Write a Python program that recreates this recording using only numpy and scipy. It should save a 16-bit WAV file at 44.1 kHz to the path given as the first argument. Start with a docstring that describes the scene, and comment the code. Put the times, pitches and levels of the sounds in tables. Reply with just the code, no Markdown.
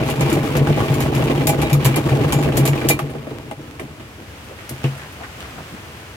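"""Outdoors, a hand-spun honey extractor: a pipe cage with two comb frames turns on a steel rod in a
plastic bucket. The rod grinds in its bearings and clanks in the metal crossbar, the unbalanced cage
makes the bucket boom, the frames rattle and honey patters on the wall.
The cage coasts down; a hand stops it with a thump and slides a wooden frame out."""
import sys
import numpy as np
from scipy import signal
from scipy.fft import rfft, irfft, next_fast_len
from scipy.io import wavfile
from scipy.ndimage import uniform_filter1d, map_coordinates

SR = 44100
rng = np.random.default_rng(int(sys.argv[2]) if len(sys.argv) > 2 else 0)


def wav_record(signal):
    """Record a signal, one row per channel, as 16-bit PCM in the file named by sys.argv[1]."""
    frames = np.transpose(np.atleast_2d(signal))
    bounded = np.clip(frames, -1, 1)
    # unit amplitude maps onto the largest positive 16-bit level
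    quanta = np.round(bounded * 32767).astype(np.int16)
    wavfile.write(sys.argv[1], SR, quanta)


N = 271640
SCENE_T = np.arange(N) / SR
RING_T = np.arange(int(.45 * SR)) / SR  # time axis of one impact
LET_GO_S = 2.9  # the cage coasts from here


def amp(db):
    """Decibels to gain."""
    return 10 ** (np.asarray(db) / 20)

def unit(x):
    """x at rms 1."""
    return x / np.sqrt(np.mean(x ** 2) + 1e-20)

def crest(x):
    """x with its loudest 5 ms at rms 1."""
    return x / np.sqrt(uniform_filter1d(np.mean(x ** 2, 0), 220).max() + 1e-20)

def along(points, hz):
    """Interpolate (f/Hz, value) points on a log axis."""
    freqs, values = np.transpose(points)
    return np.interp(np.log(hz + 1), np.log(freqs + 1), values)

def curves(rows):
    """One value per sample for each column after the time."""
    times, *columns = np.transpose(rows)
    return [np.interp(SCENE_T, times, column) for column in columns]

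def wobble(rate_hz):
    """Smooth random curve."""
    knots = rng.standard_normal(int(N * rate_hz / SR) + 4)
    return map_coordinates(knots, [SCENE_T * rate_hz])

def add(track, at_s, sound):
    """Mix a sound into a stereo track."""
    start = int(np.clip(round(at_s * SR), 0, N - 1))
    track[:, start:start + sound.shape[1]] += sound[:, :N - start]

def burst(t60):
    """Scattered reflections of one contact, dying away."""
    return rng.standard_normal((2, len(RING_T))) * amp(-60 * RING_T / t60)

def onset(rise_s):
    """Exponential attack of an impact."""
    return 1 - np.exp(-RING_T / rise_s)

def slips(per_s, spread_db, smooth):
    """Irregular stick-slip jolts of uneven size over a share of smooth friction."""
    jolts = (rng.random(N) < per_s / SR) * amp(spread_db * rng.standard_normal(N))
    return unit(jolts * rng.choice([-1, 1], (2, N))) + smooth * rng.standard_normal((2, N))

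def ringing(modes, db_per_octave):
    """Struck metal: decaying modes of scattered strength and phase."""
    hz, mode_db, t60 = np.transpose(modes)
    strengths = amp(mode_db + rng.normal(0, 2, len(hz)) + db_per_octave * np.log2(hz / 8000))
    phases = 2 * np.pi * rng.random(len(hz)) + rng.normal(0, 1.0, (2, len(hz)))
    waves = np.exp((2j * np.pi * hz - np.log(1000) / t60)[:, None] * RING_T)
    return ((strengths * np.exp(1j * phases)) @ waves).imag

# bucket resonances: f/Hz, width/Hz, lift/dB
BUCKET_MODES = [(139.7, 34, 16.5), (230.7, 28.6, 8.5), (296.8, 69, 7.5), (347.5, 30, 6), (431.7, 18, 8),
                (494, 97, 6), (640, 76, 11.5), (816.4, 66, 11), (1128, 85, 7)]
# left-right likeness: f/Hz, correlation
COHERENCE = [(60, .96), (130, .99), (290, .94), (640, .66), (1410, .25), (3100, .05), (7000, .05)]
def colour(pair, spectrum, bucket=0., peaks=()):
    """Two unrelated signals to stereo, through a spectrum, a share of the bucket's modes and peaks."""
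    n = pair.shape[1]
    size = 2 * next_fast_len(n // 2 + 4096)
    hz = np.fft.rfftfreq(size, 1 / SR)
    def lift_db(rows):
        return sum(db / (1 + (2 * (hz - centre) / width) ** 2) for centre, width, db in rows)
    gain = amp(along(spectrum, hz) + bucket * lift_db(BUCKET_MODES) + lift_db(peaks))
    cepstrum = irfft(np.log(gain))
    cepstrum[1:size // 2] *= 2  # fold to minimum phase
    cepstrum[size // 2 + 1:] = 0
    filtered = rfft(pair, size) * np.exp(rfft(cepstrum))
    angle = np.arccos(np.clip(along(COHERENCE, hz), -1, 1)) / 2
    mid, side = irfft(filtered * [np.cos(angle), np.sin(angle)])[:, :n]
    return np.array([mid + side, mid - side])

def boom(hz, rise_s, t60):
    """The bucket's lowest mode, alike on both sides."""
    swell = 1 - np.exp(-(RING_T / rise_s) ** 2)
    mode = amp(-60 * RING_T / t60) * np.sin(2 * np.pi * hz * RING_T)
    return crest(np.tile(swell * mode, (2, 1)))


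# recorder's automatic gain recovering, as a set curve on the hiss: t/s, level/dB
GAIN_RECOVERY = [(2.9, -57.5), (3.9, -53.5), (4.3, -52), (4.65, -48.5), (5.55, -48), (6.16, -50)]
# spectra of the hiss and the open bucket: f/Hz, level/dB
HISS_SPECTRUM = [(20, -30), (40, -23), (72, -3), (135, -7.5), (175, -10), (260, -10), (450, -13),
                 (800, -15), (1500, -15), (2900, -17.5), (3900, -24), (7000, -28.5), (12000, -33),
                 (16000, -35.5)]
HOLLOW_SPECTRUM = [(25, -27), (50, -19), (72, 1), (110, -3.5), (300, -53)]
def outdoors():
    """Steady outdoor hiss, louder as the recorder's gain recovers after the clatter; a low hollow."""
    recovery_db, = curves(GAIN_RECOVERY)
    hiss = unit(colour(slips(per_s=350, spread_db=8.5, smooth=3.8), HISS_SPECTRUM, bucket=.11))
    drift_db = .5 * wobble(9)
    bucket_hollow = unit(colour(rng.standard_normal((2, N)), HOLLOW_SPECTRUM))
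    return amp(recovery_db + 12.5 + drift_db) * hiss + amp(-45) * bucket_hollow

# wood rubbing on pipe: t/s, length/s, centre/Hz, level/dB
STROKES = [(3.806, 0.026, 315, -32), (3.819, 0.054, 233, -32.5), (4.166, 0.1, 317, -40),
           (4.479, 0.072, 530, -37.5), (4.575, 0.066, 1900, -39.5), (4.95, 0.15, 1800, -40.5),
           (5.199, 0.045, 735, -37), (5.229, 0.043, 1610, -34), (5.4, 0.035, 2930, -37),
           (5.407, 0.076, 1510, -39.5), (5.543, 0.11, 170, -36), (5.716, 0.058, 159, -33),
           (5.577, 0.04, 865, -34), (5.74, 0.061, 1700, -40)]
def slides():
    """The frame rubs along its holders in short grainy strokes."""
    out = np.zeros((2, N))
    friction = slips(per_s=420, spread_db=3, smooth=.2)
    for at_s, length_s, hz, db in STROKES:
        stroke = friction[:, int(at_s * SR):int((at_s + length_s) * SR)]
        spectrum = [(hz / 8, -35), (hz / 2, -8), (hz, 0), (hz * 2, -14), (hz * 8, -42)]
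        rub = unit(colour(stroke, spectrum, bucket=.26))
        swell = np.sin(np.pi * np.linspace(0, 1, rub.shape[1]) ** .74)
        add(out, at_s, amp(db) * rub * swell)
    return out

# light touches: t/s, level/dB, centre/Hz
TOUCHES = [(2.9906, -24.5, 11600), (3.101, -37, 9000), (3.512, -34, 9000), (3.798, -33, 8800),
           (4.4448, -41, 12000), (4.6933, -20.5, 12200), (4.9781, -35, 9000), (5.1262, -36, 14500),
           (5.4035, -34, 8000)]
# tick spectrum: f/Hz, level/dB
TICK_SPECTRUM = [(600, -18), (2000, -5), (6000, -3.5), (9500, -1.5), (11700, -3), (13500, -6), (16000, -13)]
def ticks():
    """Frames and cage touch lightly: small sharp ticks."""
    out = np.zeros((2, N))
    for at_s, db, hz in TOUCHES:
        contact = burst(.0056) + .44 * burst(.12)
        tick = colour(contact, TICK_SPECTRUM, peaks=[(hz, 1200, 9.5)])
        add(out, at_s, amp(db - 6.5) * crest(tick))
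    return out

def patter(per_s):
    """Flung honey drops tap the wall, each at its own pitch; higher taps die sooner."""
    out = np.zeros((2, N))
    t = RING_T[:int(.04 * SR)]
    for when, pitch, size in rng.random((int(per_s * N / SR), 3)):
        hz = 750 * (3500 / 750) ** pitch
        t60 = 26 / hz
        phase = 2 * np.pi * rng.random() + rng.normal(0, .43, (2, 1))
        envelope = amp(-60 * t / t60) * (1 - np.exp(-t / .0016))
        tap = envelope * np.sin(2 * np.pi * hz * t + phase)
        add(out, when * N / SR, amp(19 * size - 1.5 * pitch) * tap)
    return unit(out)

# frames striking their holders: t/s, level/dB, centre/Hz
FRAME_CLACKS = [(0.088, -14, 950), (0.11, -19, 2850), (0.2105, -13.5, 890), (0.216, -19, 2700),
                (0.262, -17, 1000), (0.286, -20, 900), (0.318, -18.5, 2400), (0.435, -19.5, 820),
                (0.473, -23, 900), (0.573, -19, 860), (0.6715, -13.5, 1490), (0.698, -20, 770),
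                (0.775, -23, 1100), (0.803, -14, 1400), (0.81, -18, 950), (0.835, -21, 900),
                (0.899, -17.5, 800), (1.005, -18, 840), (1.06, -15.5, 945), (1.127, -19.5, 850),
                (1.181, -22, 800), (1.2234, -16.5, 950), (1.265, -28, 850), (1.298, -19, 1100),
                (1.35, -19, 800), (1.375, -23, 2900), (1.474, -12.5, 766), (1.495, -10, 780),
                (1.546, -22, 900), (1.591, -19, 1300), (1.623, -15.5, 800), (1.712, -18.5, 836),
                (1.852, -15, 830), (1.943, -18, 2220), (1.965, -15, 900), (2.088, -22, 1700),
                (2.158, -22, 800), (2.244, -16, 905), (2.324, -16, 3150), (2.329, -13, 890),
                (2.388, -17.5, 810), (2.448, -19, 2700), (2.478, -21, 2130), (2.522, -18, 2900),
                (2.574, -14.5, 725), (2.656, -15.5, 825), (2.68, -16.5, 850), (2.7326, -16, 2000),
                (2.757, -23, 900), (2.815, -19, 1900), (2.9, -10.5, 820), (2.992, -12.5, 1200),
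                (3.0, -22, 800), (3.512, -23, 900), (3.5131, -23, 2330), (3.7961, -21, 2260),
                (5.21, -28, 700), (5.405, -28, 3200)]
# wood on plastic: f/Hz, level/dB
CLACK_SPECTRUM = [(300, -7.5), (750, -0.5), (1500, -3.5), (2900, -3), (4200, -14.5), (8000, -19),
                  (16000, -27)]
def rattles(strays_per_s=4):
    """Wood taps plastic as the cage sways: dry clacks ring the bucket, with light strays between."""
    out = np.zeros((2, N))
    strays = []
    for when, force in rng.random((int(strays_per_s * LET_GO_S), 2)):
        hz = 1300 * np.exp(.5 * rng.standard_normal())
        strays.append((LET_GO_S * when, -27 + 5 * force, hz))
    for at_s, db, hz in FRAME_CLACKS + strays:
        contact = burst(.075) + 1.8 * burst(.014)
        clack = colour(contact, CLACK_SPECTRUM, bucket=.99, peaks=[(hz, .42 * hz, 11)])
        add(out, at_s, amp(db - 4.5) * crest(clack))
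    return out

# frames against cage: t/s, body/dB, thud/dB, click/dB
FRAME_KNOCKS = [(0.222, -23, -29, -26), (0.323, -11.5, -31, -36), (0.368, -11.5, -28, -48),
                (0.552, -13, -26, -25), (0.771, -14.5, -17, -35), (1.078, -27, -34, -36),
                (1.192, -13, -33, -42), (1.301, -15.5, -31, -48), (1.409, -14, -40, -35),
                (1.541, -15, -39, -48), (1.618, -23, -34, -38), (1.858, -14.5, -19, -21),
                (1.971, -11.5, -22, -31), (2.127, -15, -34, -34), (2.186, -21, -21, -46),
                (2.283, -20, -25, -46), (2.485, -10.5, -32, -44), (2.574, -15, -17, -46),
                (2.845, -13, -25, -44), (2.901, -16, -22.5, -24), (2.993, -24, -40, -38),
                (3.095, -24.5, -47, -51), (3.149, -23, -55, -57), (3.268, -22, -40, -58),
                (3.307, -23, -31, -48), (3.512, -26.5, -42, -49), (3.592, -30.5, -45, -63),
                (3.8, -26, -41, -38), (3.998, -30, -41, -39), (4.705, -25, -29, -49)]
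# hollow wooden body: f/Hz, level/dB
WOOD_SPECTRUM = [(90, -27), (200, -3), (330, 3), (520, -2), (900, -18), (2000, -17), (6000, -40.5)]
def knocks():
    """A frame knocks the cage: a hollow body, the bucket's thud and a dry click."""
    out = np.zeros((2, N))
    for at_s, body_db, thud_db, click_db in FRAME_KNOCKS:
        body = colour(burst(.12) * onset(.001), WOOD_SPECTRUM, bucket=.7)
        add(out, at_s, amp(body_db - 3) * crest(body))
        add(out, at_s, amp(thud_db) * boom(hz=133.3, rise_s=.012, t60=.3))
        add(out, at_s, amp(click_db) * crest(colour(burst(.2), CLACK_SPECTRUM)))
    return out

# cage and bucket under the hand: f/Hz, level/dB, t60/s
THUMP_MODES = [(136, 0.5, 0.29), (239, -10.5, 0.13), (332, -8, 0.13), (418, -4.5, 0.072),
               (502, -11.5, 0.12), (644, -12, 0.088)]
# hand on cage: t/s, thump/dB, crack/dB
HAND_STOP = (4.8405, -12, -23.5)
def hand_stop(palm_rise_s=.0055):
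    """A soft palm stops the cage: the bucket thumps and the frames crack against their holders."""
    out = np.zeros((2, N))
    at_s, thump_db, crack_db = HAND_STOP
    modes = sum(amp(db - 60 * RING_T / t60) * np.sin(2 * np.pi * (hz * RING_T + rng.random()))
                for hz, db, t60 in THUMP_MODES)
    thump = modes * (1 - np.exp(-(RING_T / palm_rise_s) ** 2))
    add(out, at_s, amp(thump_db) * crest(np.tile(thump, (2, 1))))
    contact = burst(.19) + .93 * burst(.015)
    crack = colour(contact, CLACK_SPECTRUM, bucket=.54, peaks=[(2840, 900, 5)])
    add(out, at_s, amp(crack_db) * crest(crack))
    return out

# dry rod's squeal: t/s, f/Hz, level/dB
SQUEAL_GLIDE = [(2.322, 8000, -68), (2.328, 7730, -25), (2.345, 7360, -30), (2.36, 7200, -38),
                (2.405, 7140, -43), (2.44, 7130, -66)]
def squeal():
    """A rough stick-slip whistle sinks onto a mode of the rod."""
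    hz, db = curves(SQUEAL_GLIDE)
    phase = 2 * np.pi * np.cumsum(hz * (1 + .038 * wobble(1100))) / SR
    sounding = (SCENE_T > SQUEAL_GLIDE[0][0]) & (SCENE_T < SQUEAL_GLIDE[-1][0])
    return sounding * amp(db + 4.1 * wobble(200)) * np.sin(phase + rng.normal(0, .73, (2, 1)))

# crossbar modes: f/Hz, level/dB, t60/s
BAR_MODES = [(2046, -11, .08), (2353, 0, .125), (2450, -11, .09), (2870, -16, .07), (3838, -17, .11),
             (4355, -23, .14)]
# rod dragging on crossbar: t/s, length/s, level/dB
ROD_DRAGS = [(0.22, 0.054, -33), (1.613, 0.1, -30), (1.85, .05, -36), (1.9, .09, -34), (2.66, 0.04, -35)]
def drags():
    """The dragging rod bows the crossbar: friction swells and fades in its modes."""
    out = np.zeros((2, N))
    for at_s, length_s, db in ROD_DRAGS:
        n = int(length_s * SR)
        friction = rng.standard_normal((1, n)) * np.hanning(n)
        bowed = signal.fftconvolve(friction, ringing(BAR_MODES, db_per_octave=4), axes=1)
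        add(out, at_s - .015, amp(db) * crest(bowed))
    return out

# steel rod modes: f/Hz, level/dB, t60/s
ROD_MODES = [(5308, -15, .12), (5900, -10, .1), (6700, -9, .08), (6788, -9, .13), (7138, -11, .15),
             (7450, -8, .07), (7770, -9, .1), (9120, -10, .08), (10110, -8, .08), (10520, -7, .08),
             (11070, -11, .075), (11332, -7, .08), (12165, 1, .07), (13000, -11, .06)]
# bands that rod and bar radiate well or poorly: f/Hz, width/Hz, lift/dB
METAL_BANDS = [(1450, 400, -5), (2900, 250, 1), (5550, 300, -3), (6280, 250, -3), (6760, 300, 3.5),
               (8220, 330, -11), (10400, 400, 3), (10850, 200, -4), (12160, 200, 4), (13100, 500, 3),
               (14000, 400, -5), (15100, 1000, 5)]
# metal on metal: f/Hz, level/dB
CRACK_SPECTRUM = [(600, -23), (2000, -0.5), (3200, -1), (5200, -1.5), (7000, 0.5), (8300, 4), (10000, 2.5),
                  (12500, 3), (16000, -8)]
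# rod striking crossbar: t/s, level/dB, bar ring/dB
ROD_BLOWS = [(0.079, -23, -38), (0.101, -18, -22), (0.1595, -24, -42), (0.208, -17.5, -22),
             (0.3006, -18, -35), (0.3294, -17, -26), (0.4579, -24.5, -36), (0.5684, -18, -36),
             (0.6714, -27, -34), (0.7865, -33, -31), (0.941, -20, -39), (1.0053, -18, -41),
             (1.0245, -19.5, -28), (1.151, -19, -30), (1.179, -23, -36), (1.2401, -24.5, -38),
             (1.4708, -8, -15.5), (1.4924, -12, -17), (1.617, -17.5, -20.5), (1.7, -22, -34),
             (1.7303, -13.5, -23), (1.8474, -13, -28), (1.854, -10.5, -19), (1.9597, -14, -18.5),
             (2.093, -25, -26), (2.2366, -27, -33), (2.324, -12.5, -36), (2.4274, -20.5, -33),
             (2.5702, -13, -35), (2.654, -13, -19), (2.677, -12, -20), (2.8852, -19, -35),
             (2.8882, -4, -32), (2.8973, -11, -22), (2.905, -20, -6.5)]
def clanks(rebounds_per_s=700):
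    """The rod hits the crossbar and rebounds; harder blows chatter longer, brighter, and ring more."""
    out = np.zeros((2, N))
    n = len(RING_T)
    for at_s, db, bar_db in ROD_BLOWS:
        force_db = db + 9
        chatter_s = .0081 * amp(.16 * force_db)
        db_per_octave = .5 * force_db
        spectrum = [(hz, level + db_per_octave * np.log2(hz / 8000)) for hz, level in CRACK_SPECTRUM]
        rebounds = (rng.random(n) < rebounds_per_s / SR) * rng.normal(0, .7, n)
        rebounds *= np.exp(-RING_T / chatter_s)
        rebounds[0] = 1  # the blow itself
        direct = 10 * burst(.0007)
        reflections = burst(.12) + .62 * burst(.014)
        contact = colour(direct + reflections, spectrum, peaks=METAL_BANDS)
        crack = crest(signal.fftconvolve(contact, rebounds[None], axes=1)[:, :n])
        rod = amp(-9 + .4 * force_db) * crest(ringing(ROD_MODES, db_per_octave) * onset(.0015))
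        add(out, at_s, amp(db - 5.5 + .044 * force_db) * (crack + rod))
        bar = crest(ringing(BAR_MODES, db_per_octave=0) * onset(.003))
        add(out, at_s, amp(bar_db - 8) * bar)
    return out

# scraping grains: f/Hz, level/dB
GRIT_SPECTRUM = [(300, -12), (900, -3), (1500, -3), (2700, 0), (4000, -10), (7000, -22), (16000, -32)]
def grit(per_s=55, t60=.06):
    """Grains catch in the bearings: sharp, uneven scrapes that keep the crossbar ringing faintly."""
    catches = (rng.random(N) < per_s / SR) * amp(14 * rng.random(N))
    envelope = signal.fftconvolve(catches, amp(-60 * RING_T / t60))[:N]
    scrapes = envelope * rng.standard_normal((2, N))
    bar_peaks = [(hz, 5 / bar_t60, 13 * amp(db)) for hz, db, bar_t60 in BAR_MODES]
    return unit(colour(scrapes, GRIT_SPECTRUM, bucket=.82, peaks=METAL_BANDS + bar_peaks))

# grinding, driven then coasting: t/s, level/dB
GRIND_LEVEL = [(0.0, -20.5), (0.17, -23), (0.3, -19), (0.64, -22), (0.81, -20), (1.05, -21), (1.5, -21.5),
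               (1.7, -21.5), (1.95, -21.5), (2.85, -21), (2.97, -31), (3.45, -36.5), (3.95, -45),
               (4.55, -61)]
# brief dips in the grinding: t/s, gain/dB
GRIND_DIPS = [(0.14, 0), (0.19, 0.5), (0.41, -1.5), (0.5, 0), (0.655, -2.5), (0.879, -1.5), (0.965, -0.5),
              (1.11, -4), (1.395, -1.5), (1.565, -6), (1.785, -3), (1.92, 0.5), (2.03, -0.5), (2.51, -6.5),
              (2.625, -1.5), (2.715, -5), (3.56, -22)]
# spectra of coarse and fine slips: f/Hz, level/dB
RUMBLE_SPECTRUM = [(20, -23), (32, -12), (52, 1.5), (100, 2), (185, -4), (300, -1), (450, -4.5), (700, -14),
                   (1000, -14.5), (1500, -28.5), (3000, -28), (8000, -83)]
RASP_SPECTRUM = [(400, -16.5), (900, 1), (1500, -1), (2700, -1), (3900, -7.5), (5500, -12.5), (9000, -15.5),
                 (16000, -18.5)]
def bearings(turns_per_s=4.255, first_sway_s=.095, dip_half_s=.016):
    """Coarse slips shake the bucket, fine ones rasp at the crossbar; honey and grit share their fade."""
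    grind_db, = curves(GRIND_LEVEL)
    dip_db = sum(db * np.exp(-((SCENE_T - at_s) / dip_half_s) ** 2) for at_s, db in GRIND_DIPS)
    # the cage presses unevenly on the rod and, while driven, leans on it twice a turn
    load_db = 1.6 * wobble(30)
    sway_phase = 2 * np.pi * 2 * turns_per_s * (SCENE_T - first_sway_s)
    sway_db = .6 * np.cos(sway_phase) * (SCENE_T < LET_GO_S)
    rumble = unit(colour(slips(per_s=360, spread_db=1.5, smooth=.61), RUMBLE_SPECTRUM, bucket=1))
    rasp = unit(colour(slips(per_s=400, spread_db=-1, smooth=1), RASP_SPECTRUM, bucket=.51))
    fine = amp(4.5 + .95 * wobble(60)) * rasp + patter(per_s=320)
    grinding = amp(2 + load_db) * rumble + amp(-15.5 + sway_db) * fine + amp(-15.5) * grit()
    return amp(grind_db + dip_db) * grinding

# cage against bucket: t/s, level/dB, f/Hz, t60/s
CAGE_LURCHES = [(0.002, -15, 147, 0.053), (0.214, -8, 139, 0.12), (0.397, -14, 139.6, 0.52),
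                (0.552, -11, 140, 0.19), (0.61, -8, 141.3, 0.21), (0.7, -12.5, 143.3, 0.24),
                (0.825, -19, 148, .15), (0.904, -7, 139.6, 0.16), (0.979, -13, 135, 0.13),
                (1.084, -14, 141, .16), (1.159, -13, 136.4, 0.28), (1.231, -10.5, 141, 0.11),
                (1.487, -12, 143.6, 0.55), (1.611, -20, 131, 0.19), (1.723, -4.5, 143.8, 0.48),
                (1.855, -7, 134, 0.32), (1.972, -9, 139, 0.13), (2.116, -8.5, 135, 0.33),
                (2.258, -10, 141, 0.2), (2.353, -13, 144.4, 0.21), (2.496, -11, 135.3, 0.17),
                (2.603, -14.5, 137.5, 0.49), (2.692, -10.5, 138, .22), (2.72, -12.5, 138, 0.16),
                (3.023, -18, 141.5, 0.19)]
def lurches():
    """Each lurch of the unbalanced cage makes the bucket boom."""
    out = np.zeros((2, N))
    for at_s, db, hz, t60 in CAGE_LURCHES:
        add(out, at_s - .006, amp(db - 3.5) * boom(hz, rise_s=.0098, t60=t60))
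    return out

def scene():
    """The extractor from just above its rim, in the open air."""
    spinning = bearings() + lurches() + clanks() + drags() + squeal() + rattles() + knocks() + ticks()
    return spinning + hand_stop() + slides() + outdoors()

# microphone balance: f/Hz, left minus right/dB
BALANCE = [(160, 1.5), (270, 0), (450, -2), (740, .5), (1220, 3), (2300, -.4), (9000, .8)]
LEFT_LEAD_S, CEILING, TOP_HZ = .00016, .92, 15950
def record(dry):
    """Two spaced, slightly unequal microphones, softly rounded peaks and a band limit."""
    size = next_fast_len(N + 8192)
    hz = np.fft.rfftfreq(size, 1 / SR)
    left = amp(along(BALANCE, hz) / 2) * np.exp(1j * np.pi * hz * LEFT_LEAD_S)
    heard = irfft(rfft(dry, size) * [left, 1 / left], size)
    rounded = heard / (1 + (heard / CEILING) ** 8) ** (1 / 8)
    return irfft(rfft(rounded) * (hz < TOP_HZ), size)[:, :N]


dry = scene()
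out = record(dry)
wav_record(out)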